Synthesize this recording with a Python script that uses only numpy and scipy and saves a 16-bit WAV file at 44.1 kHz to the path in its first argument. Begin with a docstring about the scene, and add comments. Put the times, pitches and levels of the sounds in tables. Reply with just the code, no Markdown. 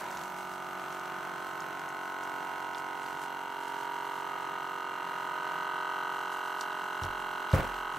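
"""Vacuum-packing food on a table

Indoors, close up, in stereo. Right of centre a small diaphragm pump empties a plastic bag, slowing as
the vacuum deepens. Three blows in each shaft turn ring its housing; air hisses past the valves in puffs.
A gloved hand works the bag, which rustles and snaps, and twice bumps it down, with a few light nudges.
A faint room tail sits behind the direct sound."""
import sys
import numpy as np
from scipy import signal
from scipy.fft import rfft, irfft, next_fast_len
from scipy.io import wavfile
from scipy.ndimage import map_coordinates

SR = 44100
rng = np.random.default_rng(int(sys.argv[2]) if len(sys.argv) > 2 else 0)


def waveform_to_disk(signal):
    """Save audio, clipped to [-1, 1], as 16-bit WAV at the path in sys.argv[1]."""
    frames = np.transpose(np.atleast_2d(signal))
    scaled = np.clip(frames, -1, 1) * 32767
    samples = np.round(scaled).astype(np.int16)
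    wavfile.write(sys.argv[1], SR, samples)


N = 351918
TIME = np.arange(N) / SR
TOP_HZ = 15750

# the slowing shaft: (time [s], speed [turns/s])
SHAFT_SPEED = [(0.0, 46.373), (0.3, 46.421), (0.6, 46.363), (0.9, 46.243), (1.2, 46.106), (1.5, 46.002),
               (1.8, 45.903), (2.1, 45.822), (2.4, 45.679), (2.7, 45.718), (3.0, 45.584), (3.3, 45.556),
               (3.6, 45.442), (3.9, 45.313), (4.2, 45.185), (4.5, 45.082), (4.8, 45.028), (5.1, 44.891),
               (5.4, 44.775), (5.7, 44.762), (6.0, 44.688), (6.3, 44.596), (6.6, 44.623), (6.9, 44.443),
               (7.2, 44.372), (7.5, 44.418), (7.98, 43.973)]
# where in the turn each blow falls: (time [s], inlet valve [turns], outlet valve [turns], diaphragm [turns])
BLOW_PHASES = [(0.19, 0.4796, 0.8412, 1.0611), (0.71, 0.4851, 0.8397, 1.0588),
               (1.25, 0.4918, 0.8345, 1.0537), (1.8, 0.4957, 0.8317, 1.0517), (2.34, 0.501, 0.8325, 1.053),
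               (2.89, 0.5024, 0.8336, 1.0543), (3.44, 0.5051, 0.83, 1.0507), (3.99, 0.512, 0.8278, 1.045),
               (4.54, 0.5169, 0.8248, 1.0398), (5.1, 0.521, 0.8225, 1.038), (5.66, 0.5249, 0.8218, 1.0373),
               (6.21, 0.5278, 0.8222, 1.0361), (6.66, 0.5296, 0.8224, 1.0371),
               (7.16, 0.5351, 0.8233, 1.0357), (7.79, 0.5392, 0.8309, 1.0471)]
# load on the pump: (time [s], vacuum [0-1], inlet blow [dB], outlet blow [dB], diaphragm blow [dB])
PUMP_LOAD = [(0, 0.09, 0.5, -3.5, -2), (.7, 0.19, -1.5, -1.5, 0), (1.4, 0.2, 1.1, -0.5, .5),
             (2.1, 0.3, -0.1, 0, .5), (2.8, 0.26, 1, -0.2, -0.3), (3.5, 0.43, 1.1, 1.2, 0.5),
             (4.2, 0.49, 2.5, -0.4, 0.9), (4.9, 0.5, 1.4, 0.1, 1.2), (5.6, 0.74, .5, 0, 1.2),
             (6.3, 0.76, -0.1, -0.4, 0.6), (7, 0.76, 0.5, 1.46, -0.2), (7.98, 0.78, 0.5, 0.7, -1.2)]
# how the pump runs: (time [s], body gain [dB], base scatter of blows [ms], hose gain [dB], hiss gain [dB])
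PUMP_RUNNING = [(0.0, -58, 0.055, -54, -59.5), (0.29, -58.5, 0.03, -58, -60.5),
                (1.84, -60, 0.039, -56.5, -62), (2.04, -59, 0.042, -61, -62.5),
                (2.46, -58.5, 0.033, -57.5, -61), (2.82, -59, 0.041, -60, -63),
                (3.2, -60, 0.041, -57.5, -62), (3.49, -61, 0.048, -58.5, -63),
                (3.71, -59, 0.031, -61, -61.5), (4.8, -59.5, 0.046, -59.5, -63),
                (5.02, -60, 0.021, -58, -62.5), (5.42, -59, 0.028, -58, -62), (6.0, -57.5, 0.015, -63, -62),
                (6.49, -58.5, 0.018, -63, -60.5), (6.89, -59.5, 0.018, -61.5, -62),
                (7.42, -59.5, 0.015, -59.5, -61.5), (7.64, -60, 0.015, -52.5, -60),
                (7.89, -59, 0.016, -62, -62.5), (7.98, -60.5, 0.045, -52, -65)]
# housing modes: (frequency [Hz], t60 [s], lag [ms], inlet, outlet, diaphragm [signed strength]);
# each of the three blows has two columns, at no and at full vacuum
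HOUSING_MODES = [(199, 0.094, 2.26, 2.2, 2.5, 7.6, 7.7, -7.8, -9.0),
                 (300, 0.15, 1.12, -3.9, 3.8, 3.7, 2.4, -1.7, 3.8),
                 (398, 0.063, 0.61, 0.1, 4.5, 11.2, 9.5, -7.5, -3.8),
                 (509, 0.073, 0.0, -2.0, -3.8, 0.4, 9.6, -0.6, 6.9),
                 (624, 0.15, 1.8, 2.3, -3.3, -1.7, 7.6, 2.4, -3.3),
                 (733, 0.028, 2.41, -0.2, -10.7, 25.8, -4.6, 2.3, -2.6),
                 (837, 0.15, 2.13, 1.3, -11.1, 10.1, -1.2, -5.7, -2.2),
                 (946, 0.038, 2.26, 16.4, 32.9, -2.6, -14.3, -12.0, -5.7),
                 (1057, 0.053, 1.69, 4.5, -2.5, -8.7, 14.6, 13.8, -6.8),
                 (1228, 0.144, 3.06, 3.1, -6.5, 5.2, 3.2, -10.8, 5.1),
                 (1260, 0.049, 2.42, 1.1, 27.0, -8.0, -6.0, 11.8, -3.4),
                 (1263, 0.012, 0.19, -8.6, -19.5, -11.7, -22.3, 4.3, 4.1),
                 (1481, 0.039, 2.52, 3.5, 8.9, -15.2, -16.2, -6.9, -10.2),
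                 (1507, 0.083, 0.31, 4.0, 7.6, -1.5, 4.4, -2.7, -5.9),
                 (1686, 0.046, 2.23, -0.8, 3.3, 0.9, -6.8, 1.2, -1.1)]
# modes of the metal pump head, same columns
HEAD_MODES = [(1922, 0.032, 0.618, 0.86, 6.8, 3, 5.1, 0.81, 3.5),
              (2017, 0.036, 1.073, 1.1, 0.85, 5.6, 3.9, 0.4, 2.7),
              (2191, 0.056, 0.69, 1.7, 0.86, 2, 2.3, 0.61, 1.7),
              (2792, 0.035, 0.34, 0.067, 5.2, 3.4, 7, 0.35, 0.15),
              (2940, 0.012, 0.37, 0.059, 8.5, 1.1, 7.7, .3, .3),
              (3207, 0.032, 0.42, 0.047, 1.27, 2.64, 2.6, 0.37, 0.17),
              (3927, 0.021, 0.438, 0.075, 1.45, 0.36, 4.2, .2, 0.22),
              (4195, 0.045, 0.374, .1, 2.14, 1.06, 0.98, 0.19, 0.26),
              (5350, 0.014, 0.544, .1, 0.3, 1.5, 0.18, .4, .1),
              (6100, .025, 1.28, .1, 0.85, 1.8, 0.69, 0.53, 0.92),
              (7760, .02, 1.3, .1, 0.63, .7, .7, .3, 0.33)]
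# the whole pump rocks with the shaft: (harmonic [number], relative level [dB])
ROCKING = [(1, -84), (2, -76), (3, -67)]
# air leaving the valves: (phase [turns], width [turns], whistle boost [dB], hiss boost [dB])
AIR_PUFFS = [(0.613, 0.071, 8, 2), (0.064, 0.089, 7, 5), (0.924, 0.036, 3, 7.5)]
# turbulence in the hose: (frequency [Hz], relative level [dB])
HOSE_SPECTRUM = [(30, -36), (45, -27), (70, -32), (110, -23.5), (150, -5.5), (220, -15), (300, -11),
                 (420, -12.5), (800, -5.5), (1500, -8), (2500, -16.5), (4000, -25.5), (6000, -56)]
# hiss at the valves: (frequency [Hz], relative level [dB])
HISS_SPECTRUM = [(1800, -9), (3000, -3.5), (4000, -4.5), (4900, -7), (5500, -7.5), (6140, -3.5), (6810, -8),
                 (7900, -6), (9000, -10.5), (10300, -13.5), (12000, -10.5), (13200, -15), (14100, -14),
                 (14700, -20), (15700, -17)]
# flickering whistle band of the air: (frequency [Hz], relative level [dB])
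WHISTLE_SPECTRUM = [(9000, -40), (11200, -15), (12000, 4), (12600, -5), (13300, -9), (14100, 1),
                    (14700, -18), (15700, -40)]
# the hand drags over the film: (time [s], half length [s], level [dB])
HAND_DRAGS = [(.01, 0.019, -54), (0.15, 0.048, -61), (.24, .03, -64), (.38, 0.03, -57), (.82, 0.043, -60),
              (1.03, 0.055, -75), (1.63, 0.023, -61), (1.822, .06, -77), (2.118, 0.025, -65),
              (2.24, .03, -65), (2.506, 0.057, -64), (2.776, 0.035, -60), (3.05, 0.069, -61),
              (3.24, .03, -59), (3.653, .06, -59), (4.17, .06, -63), (6.332, .025, -56), (6.468, .04, -65),
              (6.616, 0.036, -57), (7.04, 0.026, -52), (7.543, 0.028, -48), (7.655, 0.041, -58),
              (7.96, .03, -56)]
# rustling plastic film: (frequency [Hz], relative level [dB])
FILM_SPECTRUM = [(800, -31), (2000, -19), (4000, -4), (6000, -2.5), (9000, -5), (13000, -10), (16000, -24)]
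# creases that snap: (time [s], relative level [dB], centre [Hz], width [octaves])
CREASE_SNAPS = [(0.0931, -54, 5990, 0.4), (0.113, -38, 6070, 0.34), (0.1729, -35, 4250, 0.56),
                (0.2123, -43, 4210, 0.4), (0.237, -40, 5950, 0.4), (0.3635, -48, 6400, 0.4),
                (0.7975, -40, 3520, 0.4), (0.9247, -43, 6190, 0.43), (0.9965, -41, 6280, 0.4),
                (1.058, -44, 6140, 0.35), (1.6047, -35, 6140, 0.28), (1.7948, -42, 6130, 0.4),
                (1.889, -37.5, 6800, 0.4), (2.235, -36.5, 6100, 0.24), (2.7474, -33, 3580, 0.4),
                (2.783, -39, 6100, 0.4), (3.031, -43, 5920, 0.43), (3.0613, -41, 4300, 0.4),
                (3.239, -41, 3420, 0.4), (3.6809, -42, 4310, 0.4), (3.7428, -45, 4150, 0.4),
                (6.322, -52, 4200, 0.4), (6.6107, -27, 4850, 0.48), (6.718, -42, 3880, 0.4),
                (7.0353, -31, 4060, 0.62), (7.503, -38, 3840, 0.4), (7.5162, -42, 4940, 0.4),
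                (7.5287, -30.5, 3530, 0.34), (7.5715, -40, 3790, 0.58), (7.744, -38, 3400, 0.45),
                (7.9363, -49, 5910, 0.4)]
# the bag meets the table: (time [s], thud gain [dB], contact [ms], crunch level [dB], crunch t60 [s])
BAG_BUMPS = [(0.149, -45, 8, -62, 0.17), (3.131, -46, 9.8, -64, .2), (3.83, -49, 10, -60, .2),
             (7.016, -16, 12.4, -42, 0.35), (7.048, -41, 8.7, -46, 0.31), (7.5323, -4, 6.2, -24.5, 0.29),
             (7.562, -16.5, 5.8, -31, 0.22), (7.592, -19, 5, -55, 0.66), (7.96, -45, 6, -49, .2)]
# modes of the table: (frequency [Hz], relative level [dB], t60 [s])
TABLE_MODES = [(43, -28.5, 0.95), (91, -10, 0.2), (114, 2, 0.055), (151.5, -19, .2), (230, -27, 0.053),
               (312, -23.5, 0.22), (529.6, -12, 0.26), (880, -10, .1)]
# shifting food: (frequency [Hz], relative level [dB])
CRUNCH_SPECTRUM = [(100, -6), (250, -4), (550, -3), (1000, -5), (2200, -13.5), (5000, -32.5), (15000, -36)]
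# the pump's balance at the microphone: (frequency [Hz], left over right [dB])
MIC_BALANCE = [(60, 7.5), (110, -3.5), (200, 2), (380, -1.0), (700, -3), (1290, -2.5), (2380, 0.5),
               (4400, 1), (8120, -2), (15000, 0.0)]
# the pump's phase at the microphone: (frequency [Hz], left lead [rad])
MIC_PHASE = [(0, -0.96), (1030, -0.14), (1290, 0.2), (2240, 0.4), (3190, 0.1), (3450, 0.4), (3880, 0.0),
             (4130, 0.36), (5080, 0.0), (8010, 0.1), (8530, -0.1), (8790, 0.1), (9220, -0.0), (15300, 0.0)]
# how alike the noises are in left and right; the highest band is the same in both: (frequency [Hz], likeness
# [0-1])
STEREO_LIKENESS = [(60, 1), (300, 1), (1000, 0.73), (3000, 0.69), (6000, 0.74), (10000, 0.78), (12000, 1)]
# decay of the room: (frequency [Hz], t60 [s])
ROOM_DECAY = [(150, 0.31), (1000, 0.9), (8000, 0.067)]


def amp(db):
    return 10 ** (np.asarray(db) / 20)


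def unit_rms(x):
    return x / np.sqrt(np.mean(x ** 2) + 1e-20)


def along(points, hz):
    """Interpolate (frequency [Hz], value) points on a log axis."""
    f, v = np.transpose(points)
    return np.interp(np.log(hz + 1), np.log(f + 1), v)


def curves(rows):
    """One value per sample for each column after the time."""
    times, *columns = np.transpose(rows)
    return [np.interp(TIME, times, column) for column in columns]


def wobble(rate):
    """A smooth random curve, rate knots a second."""
    return map_coordinates(rng.standard_normal(4096), [TIME * rate], mode="wrap")


def filtered(x, response):
    """Filter x by a complex response of frequency."""
    size = next_fast_len(N + SR // 2)
    return irfft(rfft(x, size) * response(np.fft.rfftfreq(size, 1 / SR)), size)[..., :N]


def stereo_noise(spectrum, envelope=1):
    """Coloured noise of rms 1, partly alike in the two channels."""
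    def colour(hz):
        spread = np.arccos(np.clip(along(STEREO_LIKENESS, hz), -1, 1)) / 2
        return amp(along(spectrum, hz)) * [np.cos(spread), np.sin(spread)]
    mid, side = filtered(rng.standard_normal((2, N)) * envelope, colour)
    return unit_rms(np.array([mid + side, mid - side]))


def pulses(seconds, sizes):
    """Impulses placed between samples by a windowed sinc."""
    at = seconds[:, None] * SR
    i = np.floor(at).astype(int) + np.arange(-7, 9)
    taps = np.sinc(i - at) * np.cos(np.pi * (i - at) / 16) ** 2 * sizes[:, None]
    return np.bincount(np.clip(i, 0, N).ravel(), taps.ravel(), N + 1)[:N]


def pump(turns):
    """Each blow lands once a turn, a little early or late; the vacuum shifts how it drives the modes."""
    body_db, scatter_ms = curves(PUMP_RUNNING)[:2]
    vacuum, *blows_db = curves(PUMP_LOAD)
    looseness = [1.3, .5, .7]  # inlet, outlet, diaphragm
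    trains = []
    for phase, blow_db, loose in zip(curves(BLOW_PHASES), blows_db, looseness):
        when = np.interp(np.arange(int(turns[-1])), turns - phase, TIME)
        spread_ms = loose * np.interp(when, TIME, scatter_ms)
        late_ms, uneven = rng.standard_normal((len(when), 2)).T * spread_ms
        sizes = amp(np.interp(when, TIME, blow_db) + 4 * uneven)  # a loose valve also varies in strength
        train = pulses(when + late_ms / 1000, sizes)
        trains += [train * (1 - vacuum), train * vacuum]
    rings = pump_ringing(HOUSING_MODES, rise_ms=0.039) + pump_ringing(HEAD_MODES, rise_ms=0.34)
    body = signal.fftconvolve(trains, rings, axes=1).sum(0)[:N]
    body = filtered(body, lambda hz: 1 / (1 + (165 / (hz + 1)) ** 8))  # a small box radiates no bass
    rocking = np.zeros(N)
    for harmonic, db in ROCKING:
        rms = amp(db + 3.5 - 8.1 * vacuum + 0.87 * wobble(2.99))
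        rocking += rms * np.sqrt(2) * np.sin(2 * np.pi * harmonic * turns)
    return amp(body_db) * body + rocking


def pump_ringing(modes, rise_ms):
    """Response to each blow at no and at full vacuum: damped sines that start after their lags."""
    hz, t60, lag_ms, *strengths = np.transpose(modes)
    t = np.clip(TIME[:SR // 4, None] - lag_ms / 1000, 0, None)
    envelope = amp(-60 * t / t60) * (1 - np.exp(-t * 1000 / rise_ms))
    return np.array(strengths) @ (envelope * np.sin(2 * np.pi * hz * t)).T


def pumped_air(turns):
    """Turbulence in the hose, hiss at the valves and a high whistle, in puffs tied to the shaft."""
    hose_db, hiss_db = curves(PUMP_RUNNING)[2:]
    boosts_db = np.zeros((2, N))
    for phase, width, *peaks_db in AIR_PUFFS:
        offset = (turns - phase + .5) % 1 - .5
        boosts_db += np.outer(peaks_db, np.exp(-(offset / width) ** 2))
    whistle_puff_db, hiss_puff_db = boosts_db
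    hose = amp(hose_db + 8.5 + 0.35 * whistle_puff_db + 1.4 * wobble(5.1)) * stereo_noise(HOSE_SPECTRUM)
    hiss_gain = amp(hiss_db + 4.5 + 1.13 * wobble(19))
    hiss = unit_rms(amp(hiss_puff_db) * stereo_noise(HISS_SPECTRUM))
    whistle = unit_rms(amp(whistle_puff_db + 1.8 * wobble(30)) * stereo_noise(WHISTLE_SPECTRUM))
    return hose + hiss_gain * hiss + amp(hiss_db - 7.5) * whistle


def bag_rustle():
    """The film crackles in clumped grains under the hand."""
    clumps = amp(4 * wobble(400) + 2 * wobble(40))
    drag = sum(amp(db) * np.exp(-((TIME - when) / half) ** 2) for when, half, db in HAND_DRAGS)
    creep = amp(-76)  # the shrinking film creeps faintly all the time
    return (drag + creep) * stereo_noise(FILM_SPECTRUM, clumps)


def crease_snaps():
    """Single creases snap: bands of noise that die within milliseconds, leaving a weak tail."""
    snaps = np.zeros((2, N))
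    t = TIME[:2048]
    hz = np.fft.rfftfreq(len(t), 1 / SR)
    decay = amp(-60 * t / 0.0086) + .12 * amp(-60 * t / 0.094)
    for when, db, centre_hz, octaves in CREASE_SNAPS:
        band = np.exp(-(np.log2(hz / centre_hz + 1e-9) / octaves) ** 2 / 2)
        mid, side = irfft(rfft(rng.standard_normal((2, len(t)))) * band)
        burst = unit_rms(np.array([mid + 0.25 * side, mid - 0.18 * side]))
        at = round(when * SR)
        snaps[:, at:at + len(t)] += (amp(db - 3.5) * decay * burst)[:, :N - at]
    return snaps


def table_bumps():
    """A soft contact rings the low modes of the table while the food in the bag crunches and settles."""
    thud, settling = np.zeros((2, N + SR))
    t = TIME[:SR // 2]
    for when, thud_db, contact_ms, crunch_db, crunch_t60 in BAG_BUMPS:
        ring = np.zeros(len(t))
        for hz, db, t60 in TABLE_MODES:
            reach = 1 / (1 + (0.4 * hz * contact_ms / 1000) ** 2)  # a longer contact reaches fewer modes
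            ring += reach * amp(db - 60 * t / t60) * np.sin(2 * np.pi * hz * t)
        at = round(when * SR)
        thud[at:at + len(t)] += amp(thud_db) * ring * (1 - np.exp(-(t * 1000 / contact_ms) ** 2))
        settling[at:at + len(t)] += amp(crunch_db - 60 * t / crunch_t60) * (1 - np.exp(-t / 0.0024))
    lumps = amp(4.1 * wobble(120))
    return thud[:N] + settling[:N] * stereo_noise(CRUNCH_SPECTRUM, lumps)


def room(x):
    """The tail reaches the microphone about 7 ms late; each frequency dies at its own speed."""
    hz, t, noise = signal.stft(rng.standard_normal((2, SR // 2)), SR, nperseg=256)
    decay = amp(-60 * t / along(ROOM_DECAY, hz)[:, None])
    tail = signal.istft(noise * decay, SR, nperseg=256)[1]
    delayed = np.pad(x, (300, 0))[None]
    return signal.fftconvolve(delayed, tail / np.linalg.norm(tail[0]), axes=1)[:, :N]


def scene():
    """The pump stands close, right of centre, so the channels differ a little in level and phase."""
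    def placement(hz):
        half = np.array([[.5], [-.5]])  # left, right
        return amp(half * along(MIC_BALANCE, hz)) * np.exp(1j * half * along(MIC_PHASE, hz))
    turns = np.cumsum(curves(SHAFT_SPEED)[0]) / SR
    machine = pump(turns)
    handling = bag_rustle() + crease_snaps() + table_bumps()
    direct = filtered(machine, placement) + pumped_air(turns) + handling
    return direct + amp(-17.5) * room(machine) + amp(-20.5) * room(handling.mean(0))


def record(dry):
    """The camera keeps nothing above its band limit."""
    return filtered(dry, lambda hz: hz < TOP_HZ)


dry = scene()
out = record(dry)
waveform_to_disk(out)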